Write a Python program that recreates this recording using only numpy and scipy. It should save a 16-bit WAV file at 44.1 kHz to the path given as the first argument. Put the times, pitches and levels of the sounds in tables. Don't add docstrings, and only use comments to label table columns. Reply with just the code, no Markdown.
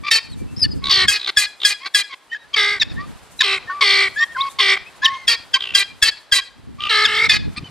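import sys
import numpy as np
from scipy import signal
from scipy.fft import rfft, irfft
from scipy.io import wavfile
from scipy.ndimage import uniform_filter1d

SR = 44100
rng = np.random.default_rng(int(sys.argv[2]) if len(sys.argv) > 2 else 0)


def pcm_store(signal):
    levels = np.round(np.clip(np.atleast_2d(signal), -1, 1) * 32767)
    wavfile.write(sys.argv[1], SR, levels.astype(np.int16).T)


N = 339570

# frequency in Hz, relative density in dB per Hz.
BUFFET_SPECTRUM = [(20, -15), (54, 5.5), (104, 2), (255, -3), (576, -22.5), (972, -66)]
# time in seconds, push in opposite directions in dB, push on both alike in dB.
WIND_LEVELS = [(0, -36, -49), (.18, -52, -64), (.36, -28.5, -42.5), (0.801, -25, -37.5), (.96, -55, -45),
               (1.053, -29, -30), (1.16, -61, -66), (1.5, -62, -73), (2.2, -84, -77), (2.83, -34, -44),
               (3.08, -29, -44.5), (3.22, -52.5, -55), (5.9, -52.5, -59.5), (6.45, -64.5, -68.5),
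               (6.7, -37.5, -47), (6.88, -51.5, -58.5), (7.46, -20.5, -36), (7.69, -56, -38)]
# frequency in Hz, relative density in dB per Hz.
HUSH_SPECTRUM = [(40, -50), (300, -6), (1000, -2), (2500, -9), (4500, -12), (6500, -23), (11000, -31),
                 (15500, -46.5)]
# frequency in Hz, relative density in dB per Hz.
TREBLE_HISS_SPECTRUM = [(1500, -38), (4500, -9.5), (8000, -0.5), (11500, -6.5), (15500, -23)]
# time in seconds, level of hush and hum in dB, level of the treble hiss in dB.
BED_LEVELS = [(0, -52.5, -61.5), (1.5, -52.5, -59.5), (2.2, -56, -66), (3.0, -47, -65), (3.12, -48, -55.5),
              (3.38, -52, -53), (3.5, -45, -63), (4.2, -48, -53), (5.4, -49, -60), (6.7, -55.5, -67.5),
              (7.7, -48, -61.5)]
# frequency in Hz, level against the shared hush in dB.
HUM_TONES = [(150, -16.5)]
# start in
# # seconds, length in seconds, middle pitch in Hz, glide from end to end in Hz, level in dB, hoarseness in dB,
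# # place of the crest as a share of the length.
PEEP_CALLS = [(0.032, 0.072, 1193, 14, -25, -0.5, 0.8), (0.284, 0.071, 4220, -1100, -43, -2.5, 0.65),
              (0.37, 0.08, 2350, -54, -51, -24.5, 0.5), (0.468, 0.085, 2680, 141, -52, -17.5, 0.2),
              (0.562, 0.032, 5280, 552, -33.5, -6, 0.3), (0.59, 0.022, 5160, -200, -25, -6, 0.5),
              (0.613, 0.029, 4980, -170, -10.5, -16, 0.64), (0.636, 0.021, 4490, 69, -13, -14, 0.06),
              (0.637, 0.021, 2930, -150, -25, -14, 0.65), (0.638, 0.028, 1765, 12, -25.5, -9, 0.48),
              (0.817, 0.11, 1122, -33, -27, -7.5, 0.96), (1.801, 0.09, 1109, 140, -37, 2, 0.7),
              (2.092, 0.059, 1090, -61, -37.5, 2, 0.77), (2.295, 0.078, 3118, 171.5, -37, -12, 0.33),
              (2.315, 0.036, 1850, 18, -22, -20.5, 0.47), (2.345, 0.03, 1697, 34, -25.5, -16, 0.08),
              (2.36, 0.09, 3850, 84, -53, -12, 0.7), (2.529, 0.055, 1156, -20, -34.5, 6, 0.35),
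              (2.538, 0.013, 3200, -170, -14, -9, 0.55), (2.796, 0.041, 3740, -600, -12, -9, 0.6),
              (2.816, 0.018, 1780, -220, -15, 4.5, 0.52), (2.962, 0.059, 1855, 155, -30.5, -28, 0.35),
              (2.977, 0.083, 1174, 113, -33, -14, 0.32), (3.389, 0.038, 3840, -340, -14.5, -7.5, 0.84),
              (3.404, 0.032, 1065, -40, -25.5, -15, 0.8), (3.405, 0.018, 1714, -330, -10, 1.5, 0.37),
              (3.669, 0.076, 1834, 43, -28.5, -39, 0.26), (3.697, 0.028, 1493, -100, -25, -23, 0),
              (3.683, 0.13, 1160, 81, -26, -21.5, 0.13), (3.807, 0.033, 1112, -112, -15.5, 0.5, 0.38),
              (4.157, 0.091, 1810, 221, -11.5, -15, 0.88), (4.195, 0.053, 1168, -54, -26.5, -27.5, 0.8),
              (4.213, 0.038, 3240, 145, -25.5, -25, 0.5), (4.347, 0.027, 1580, -260, -20, -43.5, 1),
              (4.351, 0.15, 1100, 71, -20.5, -13, 0.32), (4.406, 0.017, 3740, 814, -14, -38, 0.26),
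              (4.585, 0.034, 1073, -18, -20.5, 0, 0.42), (4.851, 0.047, 2560, 191, -37.5, -16, 0.5),
              (5.016, 0.084, 1778, 111, -16, -11, 0.26), (5.023, 0.16, 1097, -12, -22.5, -20.5, 0),
              (5.083, 0.19, 2140, 27, -35.5, -9.5, 0.1), (5.044, 0.017, 3790, -200, -8.5, -1.5, 1),
              (5.052, 0.016, 3180, -560, -4, -12.5, 0.8), (5.551, 0.031, 1052, 127, -23.5, -10, 0.44),
              (6.781, 0.11, 1216, 45, -25.5, -9.5, 0.87), (7.044, 0.024, 3480, -520, -10, -16, 0.37),
              (7.05, 0.016, 1690, -150, -10, 1, 0.83), (7.289, 0.04, 3530, 40, -15, -16, 0.3),
              (7.56, 0.036, 1200, 52, -36.5, 8, 0.7), (7.568, 0.0185, 4190, -200, -29.5, -3, 0.2),
              (7.64, 0.049, 3030, -86.5, -38, -10, 0.1)]
# time near the hard start in seconds, level in dB, whistle pitch in Hz, first partial
# in dB, length in seconds, rasp in dB, treble in dB, low push in dB, ring in the beak in Hz, ring level in dB.
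CHEK_CALLS = [(0.108, -14, 1836, -1.5, 0.08, -1, -9.5, -62, 4470, -3),
              (1.0785, -8.5, 1632, -4.5, 0.096, -9.5, -16, -33, 4208, -14),
              (1.3671, -8, 1672, -1.5, 0.091, -11, -13, -28, 4104, -9),
              (1.645, -8, 1654, -4.5, 0.089, -11.5, -13.5, -36, 4080, -10),
              (1.943, -9.5, 1656, -3.5, 0.079, -10, -13, -54, 4052, -8),
              (5.275, -9, 1650, -19, 0.076, -7, -18.5, -56.5, 4614, -11),
              (5.536, -9.5, 1569, -8.5, 0.031, -13, -31, -55, 3933, -4),
              (5.7453, -7.5, 1612, -12.5, 0.085, -9, -15.5, -56.5, 3978, -8),
              (6.0208, -8.5, 1664, -4, 0.076, -7, -15.5, -24.5, 4444, -5.5),
              (6.318, -9, 1608, -4.5, 0.081, -8, -11.5, -26.5, 3952, -3.5),
              (7.2908, -13, 1746, -2, 0.08, -1.5, -20, -39, 4200, -30)]
# relative levels in dB, second partial upwards.
UPPER_PARTIALS_DB = [1, -5, -17.5, -25.5]
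# resonance in Hz, width in Hz, relative level in dB.
RASP_THROAT = [(1156, 22.7, 5), (2016, 520, 6), (2550, 170, 12), (3243, 220, 6), (4090, 360, -2),
               (4534, 1150, 4.5)]
# start in seconds, length in seconds, first level in dB,
# last level in dB, beak resonance at the start in Hz, throat against the beak in dB.
RATTLE_CALLS = [(0.835, 0.057, -27.5, -17.5, 4000, -12.5), (1.176, 0.14, -31, -27, 4070, -13.5),
                (1.268, 0.038, -25, -19, 4180, -3.5), (1.596, 0.054, -38.5, -13, 3660, -15),
                (1.856, 0.023, -24.5, -28.5, 4250, -1), (4.762, 0.0173, -32.5, -31.5, 3150, 8),
                (2.113, 0.033, -51, -32.5, 3550, -3), (5.584, 0.25, -23, -38, 3360, -12.5),
                (6.799, 0.096, -25.5, -20.5, 3150, -15)]
# start in seconds, length in seconds, release in seconds, effort in dB, change of
# effort in dB, base pitch in Hz, glide as a share of pitch, base throat resonance in Hz, base beak resonance
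# in Hz, beak level in dB, base flutter per second, base side resonance of the throat in Hz, its level in dB,
# upper beak resonance in dB.
SQUAWK_CALLS = [(0.893, 0.17, 0.022, -12, -2.5, 384, -0.017, 2010, 4200, 1, 64, 1280, -1, 3.5),
                (2.559, 0.23, 0.053, -12.5, -7, 406.2, 0.016, 2014, 4140, -3.5, 60.5, 1604, 10, -3.5),
                (3.426, 0.16, 0.045, -16, -0.5, 388, -0.0019, 2600, 3700, -1, 61, 1840, -5, 1),
                (3.81, 0.28, 0.056, -12.5, -0.5, 394, 0.000034, 2250, 4050, -1.5, 63, 2100, 9, 0.5),
                (4.588, 0.173, 0.025, -14, 2, 386.3, 0.012, 2027, 3900, -1.5, 56, 2300, 11.5, -4.5),
                (6.892, 0.17, 0.018, -14, 0.5, 419, 0.024, 1690, 3700, -2, 63, 1300, 2, 1),
                (7.058, 0.22, 0.021, -18.5, 4.5, 409, 0.11, 1653, 3260, -4, 46.4, 1460, 9, -5.5)]
# resonance in Hz, width in Hz, relative level in dB.
WINDPIPE_RESONANCES = [(415, 77, -1.5), (829, 37, -9), (1330, 295, 4), (2133, 220, 11.5), (7500, 1500, -18)]

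EDGE_HZ = 15670
ARCH_PER_S = 0.405
OVERTONES_DB, BREATH_DB = 1.1, -2
OVERTONES_DB_PER_OCTAVE = -5.5
CHEK_THROAT = 1.016
WHISTLE_S = 0.017
RING_PARTIAL = 10
LOW_LINGERS_S = 0.0037
ATTACK_S, ATTACK_DB, RELEASE_DB = 0.015, -5, -11.5
START_SHARP, SETTLE_S = 0.16, 0.021
END_FLAT = 0.052
THROAT_FOLLOWS, BEAK_FOLLOWS = 3.36, 3.8
BEAK_SAG, BEAK_FADE_DB, BEAK_SHUT_DB = 0.035, -3.5, -6


def amp(db):
    return 10 ** (np.asarray(db) / 20)


def evened(x):
    return x / np.sqrt(np.mean(x ** 2) + 1e-20)


def add(mix, s, sound):
    part = mix[round(s * SR):][:len(sound)]
    part += sound[:len(part)]


def drift(count, smooth_s):
    size = max(round(smooth_s * SR), 1)
    smooth = uniform_filter1d(uniform_filter1d(rng.standard_normal(count), size), size)
    return smooth * np.sqrt(1.5 * size)


def curves(rows):
    s, *columns = np.transpose(rows)
    t = np.arange(s[0], s[-1], 1 / SR)
    return t - s[0], [np.interp(t, s, c) for c in columns]


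def coloured(points):
    f, db = np.transpose(points)
    hz = np.fft.rfftfreq(N, 1 / SR)
    gain = amp(np.interp(np.log(hz + 1), np.log(f), db))
    return evened(irfft(rfft(rng.standard_normal(N)) * gain, N))


def resonate(x, hz, width):
    turn = np.exp(2j * np.pi * np.cumsum(hz * np.ones(len(x))) / SR)
    r = np.exp(-np.pi * width / SR)
    smooth = signal.lfilter([(1 - r) ** 2], [1, -2 * r, r * r], x / turn + 1e-18)
    return 2 * (turn * smooth).real


def wind():
    t = np.arange(N) / SR
    s, apart_db, alike_db = np.transpose(WIND_LEVELS)
    lumps_db = 3.9 * drift(N, 0.01) + 1.8 * drift(N, 0.051)
    push = coloured(BUFFET_SPECTRUM) * amp(np.interp(t, s, apart_db) + lumps_db)
    alike = signal.lfilter(*signal.butter(N=1, Wn=70, btype="high", fs=SR), coloured(BUFFET_SPECTRUM))
    return np.array([push, -push]) + alike * amp(np.interp(t, s, alike_db) + lumps_db)


def bed():
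    t = np.arange(N) / SR
    s, hush_db, hiss_db = np.transpose(BED_LEVELS)
    hush = coloured(HUSH_SPECTRUM) + 0.61 * np.array([coloured(HUSH_SPECTRUM), coloured(HUSH_SPECTRUM)])
    hum = sum(amp(db) * np.sqrt(2) * np.sin(2 * np.pi * hz * t) for hz, db in HUM_TONES)
    treble_hiss = np.array([coloured(TREBLE_HISS_SPECTRUM), coloured(TREBLE_HISS_SPECTRUM)])
    treble_hiss *= amp(np.interp(t, s, hiss_db) + 3.6 * drift(N, 0.028))
    return amp(np.interp(t, s, hush_db)) * (hush + np.array([hum, -hum])) + treble_hiss


def scatter_and_wall(x):
    t = np.arange(round(.5 * SR)) / SR
    taps = rng.standard_normal((2, len(t))) * (rng.random((2, len(t))) < .05)
    scatter = np.diff(taps, prepend=0) * amp(-9 - 60 * t / .02) * (t > .001)
    slap = amp(-42.5) * np.exp(-((t - .09) / 0.0097) ** 2)
    tail = amp(-42 - 60 * t / .5)
    far = (taps[0] + 0.4 * taps) * (slap + tail)
    far = signal.lfilter(*signal.butter(N=1, Wn=5000, fs=SR), far)
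    return signal.fftconvolve(x[None], scatter + far, axes=1)[:, :N]


def ports(x, samples, db):
    lead = np.exp(1j * np.pi * np.fft.rfftfreq(N) * samples)
    return irfft(rfft(x) * np.array([amp(db) * lead, amp(-db) / lead]), N)


def fluttering(t, per_s, wander):
    rate = per_s * (1.03 - .3 * t) * (1 + wander * drift(len(t), .012))
    return 2 * np.pi * np.cumsum(rate) / SR


def membranes(hz, rough, jitter, unsteady_db):
    count = len(hz)
    turns = np.cumsum(hz * (1 + jitter * drift(count, 0.0024))) / SR
    partials = sum(np.cos(2 * np.pi * (k * turns + rng.random()))
                   * amp(unsteady_db * k * drift(count, 0.00099)) for k in range(1, 30))
    return (1 - rough) * evened(partials) + rough * rng.standard_normal(count)


def peep(length, mid_hz, glide_hz, db, hoarse_db, crest):
    u = np.arange(0, length, 1 / SR) / length
    count = len(u)
    hz = mid_hz * (1 - ARCH_PER_S * length * (2 * u - 1) ** 2) + glide_hz * (u - .5)
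    turns = np.cumsum(hz * (1 + .009 * drift(count, .004))) / SR
    over_db = hoarse_db + OVERTONES_DB + OVERTONES_DB_PER_OCTAVE * np.log2(mid_hz / 1000)
    step = .5 if 3000 < mid_hz < 4000 else 1
    tone = np.zeros(count)
    for k, level_db in enumerate([0, over_db, over_db - 7.0, over_db - 13]):
        if (k + 1) * mid_hz < 10500:
            waver_db = (.5 + k) * drift(count, .006)
            tone += amp(level_db + waver_db) * np.sin(2 * np.pi * (1 + k * step) * turns)

    noise = rng.standard_normal(count)
    breath = evened(sum(amp(g + 3 * drift(count, .01)) * resonate(noise, f, w) for f, w, g in RASP_THROAT))
    fuzz = min(mid_hz / 6500, 1) ** 2
    breath = (1 - fuzz) * breath + fuzz * evened(resonate(noise, hz, 500))

    swell_db = np.interp(u, [0, np.clip(crest, .05, .95), 1], [-13, 0, -8])
    throb_depth = np.clip(amp(hoarse_db), 0, .45)
    throb = 1 + throb_depth * np.sin(fluttering(u * length, 60, .05))
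    voice = np.sqrt(2) * tone + amp(hoarse_db + BREATH_DB) * breath
    return amp(db + swell_db) * throb * voice * signal.windows.tukey(count, .25)


def chek(peak_db, hz, low_db, length, rasp_db, treble_db, thump_db, ring_hz, ring_db):
    t = np.arange(-.008, length + 0.031, 1 / SR)
    count = len(t)

    def shut(f):
        return 1 / (1 + np.exp((t - length - LOW_LINGERS_S * np.log2(3000 / f)) / 0.0038))

    lead_in = 0.1 * np.clip((t + 0.0065) / 0.0045, 0, 1)
    rise = 0.93 / (1 + np.exp(-(t - .002) / 0.00048)) + lead_in

    sharp_start = .3 * np.exp(-(t + .008) / .004)
    turns = np.cumsum(hz * (1 + sharp_start + .006 * drift(count, .003))) / SR
    lingering = 0.24 / (1 + (t / 0.039) ** 6)
    whistle = np.zeros(count)
    for k, db in enumerate([low_db] + list(UPPER_PARTIALS_DB), start=1):
        burst = 1.3 * np.exp(-(t * k ** 0.29 / WHISTLE_S) ** 2)
        whistle += amp(db) * np.sin(2 * np.pi * k * turns) * (lingering + burst)

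    rasp_hz = ring_hz / RING_PARTIAL
    drive = membranes(np.full(count, rasp_hz), .38, jitter=.013, unsteady_db=.25)
    sink = CHEK_THROAT * (1 - 0.07 * t / length)
    rasp = np.zeros(count)
    for f, width, db in RASP_THROAT:
        level = amp(db + 2.6 * drift(count, .008))
        throat_hz = f * sink * (1 + .02 * drift(count, .015))
        rasp += level * resonate(drive, throat_hz, width) * shut(f)
    ring = amp(ring_db) * evened(resonate(drive, ring_hz, 200)) * shut(ring_hz)
    ring *= np.clip(t / 0.039, 0, 1) ** 2 * amp(2.0 * drift(count, .008))
    low_tone = amp(-33.5) * np.sin(2 * np.pi * rasp_hz * t) * np.clip(t / 0.096, 0, 1) * shut(hz)
    rasp = evened(rasp) + ring + low_tone

    hiss = resonate(rng.standard_normal(count), 7400, 7300)
    hiss = evened(resonate(hiss, 7660 * (1.1 - 3 * t), 10000))
    hiss *= amp(treble_db) * amp(-1500 * t ** 2 + 2.7 * drift(count, 0.015))
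    thump = -amp(thump_db) * np.exp(-((t - .008) / 0.0031) ** 2)
    noisy = (amp(rasp_db) * rasp + hiss * shut(4 * hz)) * amp(-40 * t)
    return amp(peak_db) * rise * (whistle * shut(hz) + noisy) + thump


def rattle(length, first_db, last_db, beak_hz, throat_db):
    t = np.arange(0, length, 1 / SR)
    bursts = np.sin(fluttering(t, 62, .06) / 2) ** 6
    drive = membranes(np.full(len(t), 390.), .4, jitter=.03, unsteady_db=.3)
    drive *= (.1 + 2 * amp(2 * throat_db) + bursts) * amp(1.5 * drift(len(t), .008))
    beak = evened(resonate(drive, beak_hz * (1 - 1.4 * t), 750))
    throat = resonate(drive, 2090, 420) + 0.56 * resonate(drive, 1620, 850) + 0.32 * resonate(drive, 395, 49)
    level = amp(first_db + (last_db - first_db) * t / length)
    return level * (beak + amp(throat_db) * evened(throat)) * signal.windows.tukey(len(t), .3)


def phrase(s, length, release, effort_db, change_db, hz, glide, throat_hz, beak_hz, beak_db):
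    held = np.array([0, 0, 1, 1])
    shut = np.array([0, 0, 0, 1])
    flat = 1 - END_FLAT * shut
    moved = glide * held
    return np.transpose([s + np.array([0, ATTACK_S, length - release, length]),
                         effort_db + change_db * held + np.array([ATTACK_DB, 0, 0, RELEASE_DB]),
                         hz * flat * (1 + moved),
                         throat_hz * flat * (1 + THROAT_FOLLOWS * moved),
                         beak_hz * (1 + BEAK_FOLLOWS * moved - BEAK_SAG * (held + shut)),
                         beak_db + BEAK_FADE_DB * held + BEAK_SHUT_DB * shut])


def squawk(rows, per_s, side_hz, side_db, upper_db):
    t, (effort_db, hz, throat_hz, beak_hz, beak_db) = curves(rows)
    count = len(t)
    flutter = fluttering(t, per_s, 0.045)
    hz = hz * (1 + START_SHARP * np.exp(-t / SETTLE_S))
    slide = np.sin(flutter + 1.9) + .35 * np.sin(2 * (flutter + 1.9))
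    drive = membranes(hz * (1 + 0.045 * slide), .18, jitter=.012, unsteady_db=.2)
    drive *= amp(.6 * drift(count, .006))
    depth = np.clip(.25 + .12 * drift(count, .02), 0, .7)
    pulsing = 1 + depth * np.sin(flutter - 2)

    pipe = sum(amp(db) * resonate(drive, f, w) * (pulsing if f > 2 * hz[0] else 1)
               for f, w, db in WINDPIPE_RESONANCES)
    middle = amp(11.0) * resonate(drive * pulsing, throat_hz, 267)
    side = amp(side_db) * resonate(drive * pulsing, side_hz * hz / hz.mean(), 140)
    throat_share = np.sqrt(np.clip(1 - amp(2 * beak_db), .05, 1))
    throat = evened(pipe + middle + side) * throat_share

    sweep = 1 + .04 * np.sin(flutter - .6) + .015 * drift(count, .008)
    lower, upper, top = (amp(3.6 * np.sin(flutter + 1.1 - lag) + 1.8 * drift(count, .02))
                         for lag in (0, 2.1, 3.4))
    beak = lower * resonate(drive, beak_hz * 0.867 * sweep, 810)
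    beak += amp(upper_db) * upper * resonate(drive, beak_hz * 1.058 * sweep, 560)
    beak += amp(-9.5) * top * resonate(drive, 5100 * sweep, 370)
    return amp(effort_db) * (throat + amp(beak_db) * evened(beak)) * signal.windows.tukey(count, .04)


def flock():
    squawks, cheks, peeps = np.zeros((3, N))
    for s, *row in PEEP_CALLS:
        add(peeps, s, peep(*row))
    for s, *row in CHEK_CALLS:
        add(cheks, s - 0.0057, chek(*row))
    for s, *row in RATTLE_CALLS:
        add(squawks, s, rattle(*row))
    for row in SQUAWK_CALLS:
        add(squawks, row[0], squawk(phrase(*row[:10]), *row[10:]))
    return squawks, cheks, peeps


def scene():
    squawks, cheks, peeps = flock()
    near = ports(squawks, 0.92, db=0.2) + ports(cheks, 1.0, db=0.15) + ports(peeps, 0.21, db=0.7)
    return near + scatter_and_wall(squawks + cheks + peeps) + wind() + bed()


def record(dry):
    bent = np.tanh(0.8 * dry) / 0.79
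    lowpass = signal.firwin(1023, EDGE_HZ, window=("kaiser", 9), fs=SR)
    return np.clip(signal.oaconvolve(bent, lowpass[None], "same"), -1, 1)


dry = scene()
out = record(dry)
pcm_store(out)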